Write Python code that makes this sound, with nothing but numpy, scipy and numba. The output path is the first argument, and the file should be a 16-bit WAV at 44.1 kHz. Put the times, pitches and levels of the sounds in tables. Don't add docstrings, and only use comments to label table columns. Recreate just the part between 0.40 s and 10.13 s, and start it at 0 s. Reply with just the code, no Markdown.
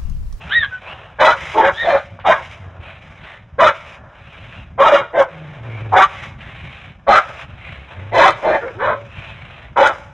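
import sys
import numpy as np
from scipy import signal
from scipy.fft import rfft, irfft, next_fast_len
from scipy.io import wavfile
from scipy.ndimage import uniform_filter1d, minimum_filter1d
from numba import njit

SR = 44100
rng = np.random.default_rng(int(sys.argv[2]) if len(sys.argv) > 2 else 0)


def wav_record(signal):
    frames = np.transpose(np.atleast_2d(signal))
    bounded = np.clip(frames, -1, 1)
    quanta = np.round(bounded * 32767).astype(np.int16)
    wavfile.write(sys.argv[1], SR, quanta)


N = 429086

# frequency_hz, correlation
STEREO_LIKENESS = [(20, 1), (3700, 1), (4500, .96), (8000, .72), (13000, .8)]
# frequency_hz, density_db
RUMBLE_SPECTRUM = [(20, -23), (40, -8), (65, 0), (100, 0), (160, -5), (230, -15), (400, -26)]
# time_s, level_db
RUMBLE_LEVELS = [(0, -34), (.25, -44), (1.498, -43), (2.65, -42.5), (3.06, -44.5), (3.76, -48),
                 (4.142, -36), (4.77, -49), (5.3, -39.5), (6.55, -40), (6.83, -48.5), (7.1, -39),
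                 (8.2, -44), (8.941, -37.5), (9.73, -44.5)]
# delay_s, level_db
WALL_ECHOES = [(.0036, -27.5), (.0091, -11), (0.0147, -11.5), (0.0212, -16.5)]
# frequency_hz, width_hz, level_db
CORNER_MODES = [(372, 48, 0.5), (544, 130, -12.5), (1260, 7.2, -27), (2210, 6.7, -10.5)]
# start_s, level_db, centre_hz, decay_s
CLAW_SCUFFS = [(1.789, -19, 990, 0.0098), (1.798, -26.5, 2200, 0.028), (2.836, -22, 2350, 0.014),
               (3.488, -29, 2300, 0.01), (4.125, -24, 2300, 0.011), (5.088, -39, 2400, 0.0087),
               (6.006, -27, 2360, .014), (7.018, -19.5, 2200, 0.014), (8.28, -11, 1750, 0.0067)]
# start_s, attack_s, hold_s, release_s, level_db, start_pitch_hz, hold_end_pitch_hz
GROWLS = [(2.013, 0.28, 0.13, 0.25, -37, 100, 84.5), (4.88, 0.22, 0.017, 0.3, -33, 171, 148),
          (5.13, 0.35, 0.059, 0.072, -25, 125.5, 99.8), (5.746, 0.036, 0.57, 0.5, -46, 87.6, 70.4),
          (7.357, 0.032, 0.012, 0.1, -30.5, 67.3, 72.4), (7.547, 0.13, 0.067, 0.1, -28, 87.8, 109.3),
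          (8.313, 0.058, 0.19, 0.64, -35.5, 109.7, 109.3)]
# start_s, attack_s, hold_s, release_s, throat_db, hiss_db, teeth_db
SNARLS = [(0, 0.012, 0.12, 0.56, -41, -37, -61.5), (0.407, 0.055, 0.035, 0.39, -36.5, -37.5, -67),
          (0.937, 0.081, 0.11, 0.2, -37.5, -29.5, -49), (1.28, .074, 0.09, 0.14, -41, -37.5, -52.5),
          (1.537, 0.03, 0.013, 0.23, -55, -39, -60), (1.925, 0.025, 0.18, 0.19, -54, -38, -58),
          (2.1, 0.075, 0.22, .1, -46, -55, -85), (2.392, 0.066, 0.022, 0.29, -41.5, -38, -77),
          (2.565, 0.068, 0.094, .2, -49, -47, -68), (2.765, 0.091, 0.088, 0.12, -42.5, -38.5, -71),
          (3.3, 0.049, 0.2, 0.043, -72, -39.5, -60.5), (3.4, .05, .3, .15, -45, -60, -78),
          (3.68, .32, .2, .12, -45.5, -40.5, -69), (4.848, 0.083, 0.24, 0.24, -43, -43.5, -71),
          (5.21, 0.086, 0.07, 0.75, -38.5, -41, -66.5), (5.65, 0.059, 0.15, 0.11, -43, -34, -56.5),
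          (5.977, 0.029, 0.48, 0.079, -46, -38, -69.5), (6.766, 0.011, 0.26, 0.037, -38, -38.5, -58.5),
          (6.93, 0.058, .03, 0.038, -45, -35.5, -60), (7.055, 0.048, 0.093, .1, -48.5, -44.5, -76),
          (7.158, 0.13, 0.05, 0.36, -44.5, -36.5, -72), (7.46, 0.051, 0.11, 0.54, -42, -43, -71.5),
          (7.952, .04, 0.13, 0.41, -35, -37.5, -56.5), (8.54, 0.037, 0.12, 0.17, -58, -48, -70),
          (8.682, 0.15, 0.068, 0.21, -41.5, -35, -66), (8.976, 0.057, 0.22, 0.094, -45, -40.5, -74),
          (9.497, 0.019, 0.025, 0.22, -39, -40.5, -55)]
# frequency_hz, density_db
THROAT_SPECTRUM = [(200, -24), (330, -17), (450, -9), (620, -1.5), (900, -3.5), (1350, -5.5), (1800, -6.5),
                   (2600, -52.5)]
# frequency_hz, density_db
HISS_SPECTRUM = [(1000, -10.5), (1600, -6), (2300, -5.5), (3100, -7.5), (3900, -15.5), (4600, -38),
                 (5800, -37), (8000, -41), (11000, -48), (13000, -69)]
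# frequency_hz, density_db
TEETH_SPECTRUM = [(3500, -29), (4400, -13.5), (4800, 4.5), (6500, 2), (8000, -9), (11000, -17.5),
                  (13000, -21)]
# time_s, centre_hz
LIP_TUNING = [(0.451, 2410), (.55, 2840), (1.0, 2050), (2.2, 2095), (2.5, 2360), (2.9, 2195), (4.0, 2480),
              (5.1, 2130), (5.45, 2280), (6.0, 2134), (6.4, 2446), (7.2, 2420), (7.35, 2280), (8.7, 2364),
              (8.85, 2580), (9.201, 2250)]
# start_s, attack_s, hold_s, release_s, level_db, from_hz, to_hz
WHEEZES = [(.45, 0.028, 0.037, 0.042, -35.5, 2370, 2840), (2.42, .04, .04, .08, -48, 2350, 2423),
           (5.28, 0.03, .1, 0.098, -41.5, 2120, 2345), (7.22, 0.043, 0.038, .07, -41.5, 2480, 2330),
           (8.77, 0.054, 0.047, 0.074, -42, 2400, 2570)]
# start_s, level_db
OVERLOAD_CRACKS = [(4.825, -37), (5.623, -29), (6.778, -34), (7.907, -33), (9.473, -24)]
# time_s, pitch_hz, fundamental_db, octave_db, husk_db
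YELP_GLIDES = [
    [(.094, 1380, -38, -40, -3), (.114, 1500, -21, -27, -3), (.136, 1770, -14, -23, -4),
     (.144, 1830, -23, -24, -4), (.152, 1870, -11, -23, -12), (.165, 1885, -9, -21, -15),
     (.185, 1885, -9, -24, -19), (.196, 1860, -17, -25, -14), (.203, 1830, -30, -26, -8),
     (.216, 1790, -14, -26, -14), (.224, 1760, -24, -28, -6), (.231, 1720, -12, -27, -8),
     (.252, 1540, -21, -29, -2), (.268, 1680, -29, -46, -4), (.3, 1600, -42, -56, -3)],
    [(.31, 1500, -42, -60, -8), (.33, 1505, -25, -52, -14), (.355, 1495, -25, -52, -14),
     (.395, 1490, -44, -60, -8)],
    [(1.335, 1600, -44, -42, -3), (1.38, 1780, -27, -32, -4), (1.4, 1870, -21, -29, -7),
     (1.422, 1885, -16.5, -28, -11), (1.445, 1790, -27, -31, -3), (1.48, 1640, -40, -44, -2)],
    [(8.35, 310, -48, -62, -8), (8.41, 440, -27, -46, -6), (8.47, 610, -21, -42, -6),
     (8.52, 610, -20, -43, -6), (8.56, 580, -30, -52, -5), (8.68, 560, -46, -66, -4)],
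]
# centre_hz, width_hz, level_db
RASP_PEAKS = [(1978, 82, 8.5), (2320, 60, 1), (2564, 120, -1.5), (3027, 46, 2), (3376, 37, -0.5),
              (3690, 22, 0), (4027, 15, 2.5)]
# start_s, length_s, level_db, from_hz, to_hz
BRAYS = [(.81, 0.0061, -11.5, 560, 559), (.83, 0.034, -13, 588, 656), (0.906, 0.027, -15.5, 1465, 1396),
         (1.177, 0.033, -11, 890, 916), (1.261, 0.034, -17.5, 567, 559), (1.471, 0.032, -13.5, 678, 693),
         (1.523, 0.039, -16, 568, 565), (1.868, .02, -12.5, 777, 733), (1.891, 0.014, -7.5, 615, 647),
         (3.202, .012, -11.5, 1025, 1057), (3.215, 0.018, -9, 628, 654), (3.247, 0.017, -10.5, 635, 606),
         (3.265, .024, -9.5, 1325, 1358), (4.402, 0.013, -4.5, 565, 584), (4.455, 0.031, -13, 1300, 1253),
         (4.477, 0.021, -12, 607, 630), (4.52, 0.032, -8, 589, 565), (4.775, .036, -11, 581, 574.5),
         (4.792, 0.013, -19.5, 1700, 1600), (5.529, 0.012, -13.5, 783, 764), (5.572, 0.011, -6.5, 850, 726),
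         (5.617, 0.026, -6.5, 1167, 1184), (6.686, 0.029, -10.5, 851, 803), (6.725, .014, -8, 1200, 1282),
         (6.755, 0.031, -8.5, 1156, 1454), (7.775, 0.016, -13, 613, 670), (7.811, 0.016, -8.5, 969, 924),
         (7.837, 0.023, -5.5, 1021, 1024), (7.855, 0.017, -6.5, 713, 792), (9.371, 0.013, -14, 920, 962),
         (9.397, 0.013, -9.5, 790, 876), (9.411, 0.013, -6.5, 550, 556), (9.428, .018, -10.5, 852, 865),
         (9.454, 0.018, -9.5, 1300, 1467)]
# start_s, attack_s, hold_s, release_s, throat_db, jaw_db, mouth_db, rasp_db, brightening_db,
# throat_hz, jaw_from_hz, jaw_to_hz, mouth_from_hz, mouth_to_hz, top_rasp_peak_hz, full_effort_pitch_hz,
# roughness (0-1), chest_db
BARKS = [(.784, 0.03, 0.081, 0.055, -13.5, -12, -11.5, -17, 2.5, 590, 840, 906, 1550, 1260, 3975, 643, 0.47, -19.5),
         (1.135, 0.049, 0.019, 0.094, -18, -12, -21, -31, 2, 570, 850, 890, 1220, 1410, 3780, 449, 0.31, -2.5),
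         (1.185, 0.08, 0.026, 0.025, -17, -15, -13, -25.5, -0.5, 573, 850, 910, 1500, 1440, 3780, 557.4, 0.34, -27),
         (1.41, 0.078, 0.075, 0.046, -17, -17, -21.5, -28.5, 8.5, 610, 725, 800, 1790, 1440, 4123, 621, 0.46, -22.5),
         (1.838, 0.04, 0.043, 0.069, -15, -12.5, -15, -23, 2, 676, 756, 990, 1260, 1530, 3700, 629.8, 0.38, -19),
         (3.181, .024, 0.069, 0.045, -10, -12, -11.5, -18.5, 3.5, 615, 1055, 843, 1440, 1350, 3910, 636.6, 0.29, -20),
         (4.376, 0.035, 0.012, 0.035, -12.5, -10.5, -12.5, -23, 7, 574, 960, 1040, 1170, 1250, 3770, 577, 0.25, -19.5),
         (4.41, 0.03, 0.048, 0.055, -17.5, -10.5, -15, -22.5, 1.5, 580, 1000, 875, 1270, 1350, 3745, 587.4, 0.51, -17),
         (4.494, 0.028, 0.039, 0.083, -18.5, -17.5, -12.5, -20, -4.5, 634, 895, 940, 1300, 1210, 3760, 574.4, 0.34, -12.5),
         (4.724, 0.071, 0.015, 0.05, -13, -17, -17, -29, 3.5, 610, 780, 980, 1730, 1400, 3560, 571.5, 0.26, -15.5),
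         (5.517, 0.015, 0.015, 0.04, -17.5, -10.5, -21, -36.5, 4, 660, 780, 808, 1400, 1430, 3830, 396, 0.28, -17),
         (5.54, 0.037, 0.046, 0.031, -12.5, -8, -8, -16.5, 5, 587, 805, 915, 1380, 1350, 3770, 398.3, 0.36, -14.5),
         (6.665, 0.023, .075, 0.056, -11.5, -11.5, -11.5, -22.5, 9.5, 658, 830, 744, 1210, 1320, 4080, 398, 0.31, -25),
         (7.711, 0.089, 0.076, 0.05, -11, -10.5, -12.5, -15.5, 8.5, 632, 770, 1006, 1890, 1330, 4060, 540, 0.49, -12),
         (8.01, 0.065, 0.079, 0.058, -15.5, -19, -24.5, -32.5, 8.5, 636, 740, 804, 1570, 1670, 4110, 610, 0.54, -13.5),
         (8.205, 0.028, 0.016, 0.098, -26, -40, -28, -56, -9, 480, 854, 850, 1400, 1380, 3820, 522, 0.19, -7.5),
         (8.38, 0.052, 0.096, 0.046, -23.5, -21.5, -21, -34.5, -5.5, 595, 970, 1024, 1570, 1370, 3900, 617, 0.47, -18.5),
         (9.358, 0.019, 0.087, 0.063, -16, -11.5, -13, -22.5, 0.5, 570, 925, 890, 1470, 1290, 3970, 289.6, 0.26, -14)]
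OPENING_SHARES = (-0.69, -0.16, 1, 0.34)


def from_db(db):
    return 10 ** (np.asarray(db) / 20)


def to_db(gain):
    return 20 * np.log10(gain + 1e-6)


def rms_one(x):
    return x / np.sqrt(np.mean(x ** 2) + 1e-20)


def evened(x):
    return x / np.sqrt(np.abs(uniform_filter1d(x * x, size=360)) + 1e-12)


def at_hz(points, hz):
    points_hz, values = np.transpose(points)
    return np.interp(np.log(hz), np.log(points_hz), values)


def band(x, hz, kind="band", order=2):
    return signal.sosfilt(signal.butter(order, np.clip(hz, 10, .45 * SR), kind, fs=SR, output="sos"), x)


def noise_band(size, hz, order=2):
    return rms_one(band(rng.standard_normal(size), hz, order=order))


def drift(rate_hz, size):
    r = np.exp(-40 * np.pi * rate_hz / SR)
    slow = signal.lfilter([1], [1, -2 * r, r * r], rng.standard_normal(size // 20 + 3002))[1000:]
    return np.interp(np.arange(size) / 20, np.arange(len(slow)), rms_one(slow))


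def wavering_phase(hz, waver, waver_hz, size):
    return 2 * np.pi * np.cumsum(hz * (1 + waver * drift(waver_hz, size))) / SR


@njit
def resonate(x, hz, width_hz):
    y, r = np.zeros(len(x)), np.exp(-np.pi * width_hz / SR)
    for i in range(2, len(x)):
        drive = (1 - r * r) / 2 * (x[i] - x[i - 2])
        y[i] = drive + 2 * r * np.cos(2 * np.pi * hz[i] / SR) * y[i - 1] - r * r * y[i - 2]
    return y


def ring(x, hz, width_hz):
    return resonate(x, np.full(len(x), float(hz)), float(width_hz))


def coloured(spectrum):
    size = next_fast_len(N)
    hz = np.maximum(np.fft.rfftfreq(size, 1 / SR), 1)
    inside = (hz > spectrum[0][0]) & (hz < spectrum[-1][0])
    mid, side = rfft(rng.standard_normal((2, size))) * from_db(at_hz(spectrum, hz)) * inside
    alike = at_hz(STEREO_LIKENESS, hz)
    left_right = np.sqrt(1 + alike) * mid + np.sqrt(1 - alike) * side * [[1], [-1]]
    return rms_one(irfft(left_right, size)[:, :N])


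def envelope(t, attack_s, hold_s, release_s, curve=1.3):
    fall_db = -20 * np.maximum(t - attack_s - hold_s, 0) / release_s
    return np.minimum(t / attack_s, 1) ** curve * from_db(fall_db)


def swell(start_s, attack_s, hold_s, release_s, curve=1.5):
    end_s = start_s + attack_s + hold_s + 2 * release_s
    at = np.arange(max(int(start_s * SR), 0), min(int(end_s * SR), N))
    t = (at - at[0]) / SR
    return at, t, envelope(t, attack_s, hold_s, release_s, curve)


def rumble():
    level_db = np.interp(np.arange(N) / SR, *np.transpose(RUMBLE_LEVELS))
    lumps_db = 3 * drift(10, N)
    return from_db(level_db + lumps_db) * coloured(RUMBLE_SPECTRUM)


def yard(x, tail_db=-24, t60_s=0.91, shift_s=0.00013):
    t, now = np.arange(SR // 2) / SR, np.arange(N) / SR
    tail = rng.standard_normal(len(t)) * from_db(-60 * t / t60_s) * (t > .012)
    tail = from_db(tail_db) * rms_one(tail) / np.sqrt(len(t))
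    wet = x + signal.fftconvolve(x, tail[None], axes=1)[:, :N]
    for delay_s, db in WALL_ECHOES:
        then = now - delay_s + shift_s * drift(1.14, N)
        wet += from_db(db) * np.array([np.interp(then, now, side) for side in x])
    wet /= np.sqrt(1 + sum(from_db(db) ** 2 for _, db in WALL_ECHOES))
    return wet + sum(from_db(db) * ring(wet.mean(axis=0), hz, width) for hz, width, db in CORNER_MODES)


def scuffs(trim_db=-12):
    out, t = np.zeros(N), np.arange(SR // 10) / SR
    for start_s, db, hz, decay_s in CLAW_SCUFFS:
        grit = noise_band(len(t), [hz / 2, hz * 1.32], order=4)
        first = int(start_s * SR)
        out[first:first + len(t)] += from_db(db + trim_db) * grit * np.exp(-t / decay_s)
    return out


def overload_cracks(decay_s=0.0035, band_hz=(2800, 7000)):
    out, t = np.zeros(N), np.arange(SR // 20) / SR
    for start_s, db in OVERLOAD_CRACKS:
        first = int(start_s * SR)
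        out[first:first + len(t)] += from_db(db) * noise_band(len(t), band_hz) * np.exp(-t / decay_s)
    return out


def growls(trim_db=-3, rattle_db=-14, jitter=0.032, flap_jitter=0.058, sag_octaves_per_s=0.5):
    out = np.zeros(N)
    for start, attack, hold, release, db, start_hz, held_hz in GROWLS:
        at, t, effort = swell(start, attack, hold, release, curve=0.61)
        pitch_hz = start_hz * (held_hz / start_hz) ** np.minimum(t / (attack + hold), 1)
        pitch_hz *= 2 ** (-sag_octaves_per_s * np.clip(t - attack - hold, 0, release))
        phase = wavering_phase(pitch_hz, jitter, 35, len(at))
        flap_count = np.floor(phase / (2 * np.pi) + flap_jitter * drift(50, len(at)))
        flaps = np.diff(flap_count, prepend=0) * from_db(3.9 * drift(60, len(at)))
        rattle = from_db(rattle_db) * rms_one(band(flaps, [150, 550], order=4))
        gain = effort * from_db(db + trim_db + 2 * drift(13, len(at)))
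        out[at] += gain * (np.sqrt(2) * np.sin(phase) + rattle)
    return out


def snarls(flutter_db=2, lips_width_hz=240.0, lips_wander=0.06):
    resting_db = [[-54.5], [-60], [-78]]
    power = from_db(resting_db) ** 2 * np.ones(N)
    for start, attack, hold, release, *levels_db in SNARLS:
        at, _, effort = swell(start, attack, hold, release, curve=0.7)
        power[:, at] += np.outer(from_db(levels_db), effort) ** 2
    throat, hiss, teeth = np.sqrt(power) * from_db(flutter_db * drift(56, N))
    tuning_hz = np.interp(np.arange(N) / SR, *np.transpose(LIP_TUNING))
    tuning_hz *= np.exp(lips_wander * drift(6.4, N))
    lips = from_db(-1) * rms_one(resonate(coloured(HISS_SPECTRUM)[0], tuning_hz, lips_width_hz))
    return (throat * from_db(-1) * coloured(THROAT_SPECTRUM)
            + hiss * from_db(-5 - 0.1 * drift(7.2, N)) * (coloured(HISS_SPECTRUM) + lips)
            + teeth * from_db(-1) * coloured(TEETH_SPECTRUM))


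def wheezes(width_hz=130.0, flutter_hz=75, flutter_depth=0.36):
    out = np.zeros(N)
    for start, attack, hold, release, db, from_hz, to_hz in WHEEZES:
        at, t, effort = swell(start, attack, hold, release, curve=1)
        hz = np.interp(t, [0, attack + hold], [from_hz, to_hz])
        note = rms_one(band(resonate(rng.standard_normal(len(at)), hz, width_hz), [1700, 3400]))
        chop = 1 + flutter_depth * np.sin(wavering_phase(flutter_hz, 0.23, 30, len(at)))
        out[at] += from_db(db) * effort * chop * note
    return out


def yelps(waver=0.041, shake_db=3, flutter_hz=150, rasp_hz=470, husk_band_hz=(3000, 3900), top_hz=3950):
    out = np.zeros(N)
    for glide in YELP_GLIDES:
        times_s, *columns = np.transpose(glide)
        at = np.arange(int(times_s[0] * SR), int(times_s[-1] * SR))
        pitch_hz, fundamental_db, octave_db, husk_db = [np.interp(at / SR, times_s, c) for c in columns]
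        husk, size = from_db(husk_db), len(at)
        phase = wavering_phase(pitch_hz, waver * husk, 160, size)
        shake = from_db(shake_db * husk * drift(100, size)) / np.sqrt(1 + husk ** 2)
        for rate_hz, depth in ((flutter_hz, .55), (rasp_hz, .5)):
            shake *= 1 + depth * husk * np.sin(wavering_phase(rate_hz, 0.14, 40, size))
        high_husk = husk * from_db(octave_db - 3) * noise_band(size, husk_band_hz, order=4)
        out[at] += shake * high_husk
        for harmonic, db in ((1, fundamental_db), (2, octave_db - 1)):
            air = resonate(rng.standard_normal(size), harmonic * pitch_hz, width_hz=310.0)
            air = rms_one(band(air, .65 * pitch_hz.min(), "high", order=4))
            breath = husk * from_db(4 * (harmonic - 3.5)) * air
            out[at] += shake * from_db(db) * (np.sqrt(2) * np.sin(harmonic * phase) + breath)
    return band(out + 1e-18, top_hz, "low", order=16)


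def folds(pitch_hz, rough, jitter=0.0861, wander=0.0464, alternation=0.46, shimmer_db=8):
    size = len(pitch_hz)
    waver = np.exp(jitter * rough * drift(110, size) + wander * drift(21.4, size))
    cycles = np.cumsum(pitch_hz * waver) / SR
    pulses = sum(np.cos(2 * np.pi * k * cycles) for k in range(1, 15))
    pulses *= 1 + alternation * np.cos(np.pi * cycles)
    pulses *= from_db(shimmer_db * rough * drift(84, size))
    air = band(rng.standard_normal(size), 3300, "low") * (1 + 0.52 * np.cos(2 * np.pi * cycles))
    return np.sqrt(1 - rough) * rms_one(pulses) + np.sqrt(rough) * rms_one(air)


def upper_rasp(source, top_hz):
    stretch = top_hz / RASP_PEAKS[-1][0]
    high = sum(from_db(db) * ring(source, hz * stretch, width) for hz, width, db in RASP_PEAKS)
    return evened(band(high, [1850, 4130 * stretch], order=9))


def cheeks(x, notch_hz=2714, width_hz=150, depth=0.52):
    return x - depth * ring(x, notch_hz, width_hz)


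def brays(attack_s=.008, release_s=0.01, folds_hz=620, rasp_db_per_octave=11, teeth_db=-17):
    out, rush = np.zeros(N), np.zeros(N)
    lead_s = attack_s / 2
    for start, length, db, from_hz, to_hz in BRAYS:
        at, t, effort = swell(start - lead_s, attack_s, length - lead_s, release_s)
        hz = np.interp(t, [0, lead_s + length], [from_hz, to_hz])
        blare = np.sqrt(2) * np.sin(wavering_phase(hz, 0.036, 150, len(at)))
        blare *= from_db(db + 1.5 * drift(180, len(at)))
        rasp_db = db - 14 + rasp_db_per_octave * np.log2(to_hz / (2 * folds_hz))
        harmonic = max(round(to_hz / folds_hz), 1)
        source = folds(hz / harmonic, rough=0.49)
        out[at] += effort * (blare + from_db(rasp_db) * upper_rasp(source, top_hz=3900))
        rush[at] += effort * from_db(rasp_db + teeth_db)
    return out + rush * coloured(TEETH_SPECTRUM)


def giving_way(dip_db=-4.5):
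    locked = np.zeros(N)
    for start, length, *_ in BRAYS:
        locked[int(start * SR):int((start + length) * SR)] = 1
    return from_db(dip_db * uniform_filter1d(locked, size=220))


def barks(sag=.008, sway=0.062, lurch_db=2, parting_s=0.027, puff_db=-19, teeth_db=-13):
    out, rush, ragged_gain = np.zeros(N), np.zeros(N), giving_way()
    for (start, attack, hold, release, *levels_db, bright_db, throat_hz, jaw_from, jaw_to,
         mouth_from, mouth_to, top_hz, pitch_hz, rough, chest_db) in BARKS:
        at, t, effort = swell(start, attack, hold, release)
        size = len(at)
        opening = np.minimum(t / (attack + hold), 0.98)
        curves_db = []
        for db, share in zip(levels_db, OPENING_SHARES):
            shape = envelope(t, attack, hold * (1 + 0.045 * share), release * (1 + 0.042 * share))
            tilt_db = share * bright_db * (opening - 0.56)
            curves_db.append(db + to_db(shape) + tilt_db + lurch_db * drift(31, size))
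        throat_db, jaw_db, mouth_db, rasp_db = curves_db
        source = folds(pitch_hz * np.exp(sag * np.maximum(to_db(effort), -25)), rough)
        jaw_hz = (jaw_from + (jaw_to - jaw_from) * opening) * np.exp(sway * drift(14, size))
        mouth_hz = (mouth_from + (mouth_to - mouth_from) * opening) * np.exp(sway * drift(23, size))
        throat_hz = throat_hz * np.exp(sway * drift(17.3, size))
        throat = evened(band(resonate(source, throat_hz, width_hz=85.0), [450, 760]))
        jaw = evened(band(resonate(source, jaw_hz, width_hz=90.0), [680, 1120]))
        mouth = evened(band(resonate(source, mouth_hz, width_hz=170.0), [1080, 2300], order=3))
        voice = from_db(throat_db) * throat + from_db(jaw_db + 0.05) * jaw
        voice += from_db(mouth_db - 0.7) * mouth
        parted = np.minimum(t / parting_s, 1)
        rasp = parted * from_db(rasp_db - 0.5) * upper_rasp(source, top_hz)
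        rush[at] += parted ** 2 * from_db(1.44 * rasp_db + teeth_db)
        chest = from_db(chest_db) * rms_one(band(source, [320, 450]))
        puff = from_db(puff_db) * noise_band(size, [15, 290])
        out[at] += ragged_gain[at] * voice + rasp + from_db(throat_db) * (chest + puff)
    return out + rush * coloured(TEETH_SPECTRUM)


def scene(yelp_wall_share=.35):
    background = rumble()
    squeals = cheeks(yelps())
    voice = np.array([cheeks(side) for side in barks() + brays()])
    echoing = voice + overload_cracks() + yelp_wall_share * squeals + scuffs() + snarls() + wheezes()
    return yard(echoing) + (1 - yelp_wall_share) * squeals + growls() + background


def record(dry, ceiling=.97, release_db_per_s=900, stopband_hz=13520):
    over_db = np.maximum(20 * np.log10(np.abs(dry).max(axis=0) / ceiling + 1e-9), 0)
    recovery_db = release_db_per_s * np.arange(N) / SR
    gain = from_db(recovery_db - np.maximum.accumulate(over_db + recovery_db))
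    gain = uniform_filter1d(minimum_filter1d(gain, size=61), size=61)
    return signal.sosfilt(signal.cheby2(12, 60, stopband_hz, fs=SR, output="sos"), dry * gain)


dry = scene()
out = record(dry)
wav_record(out)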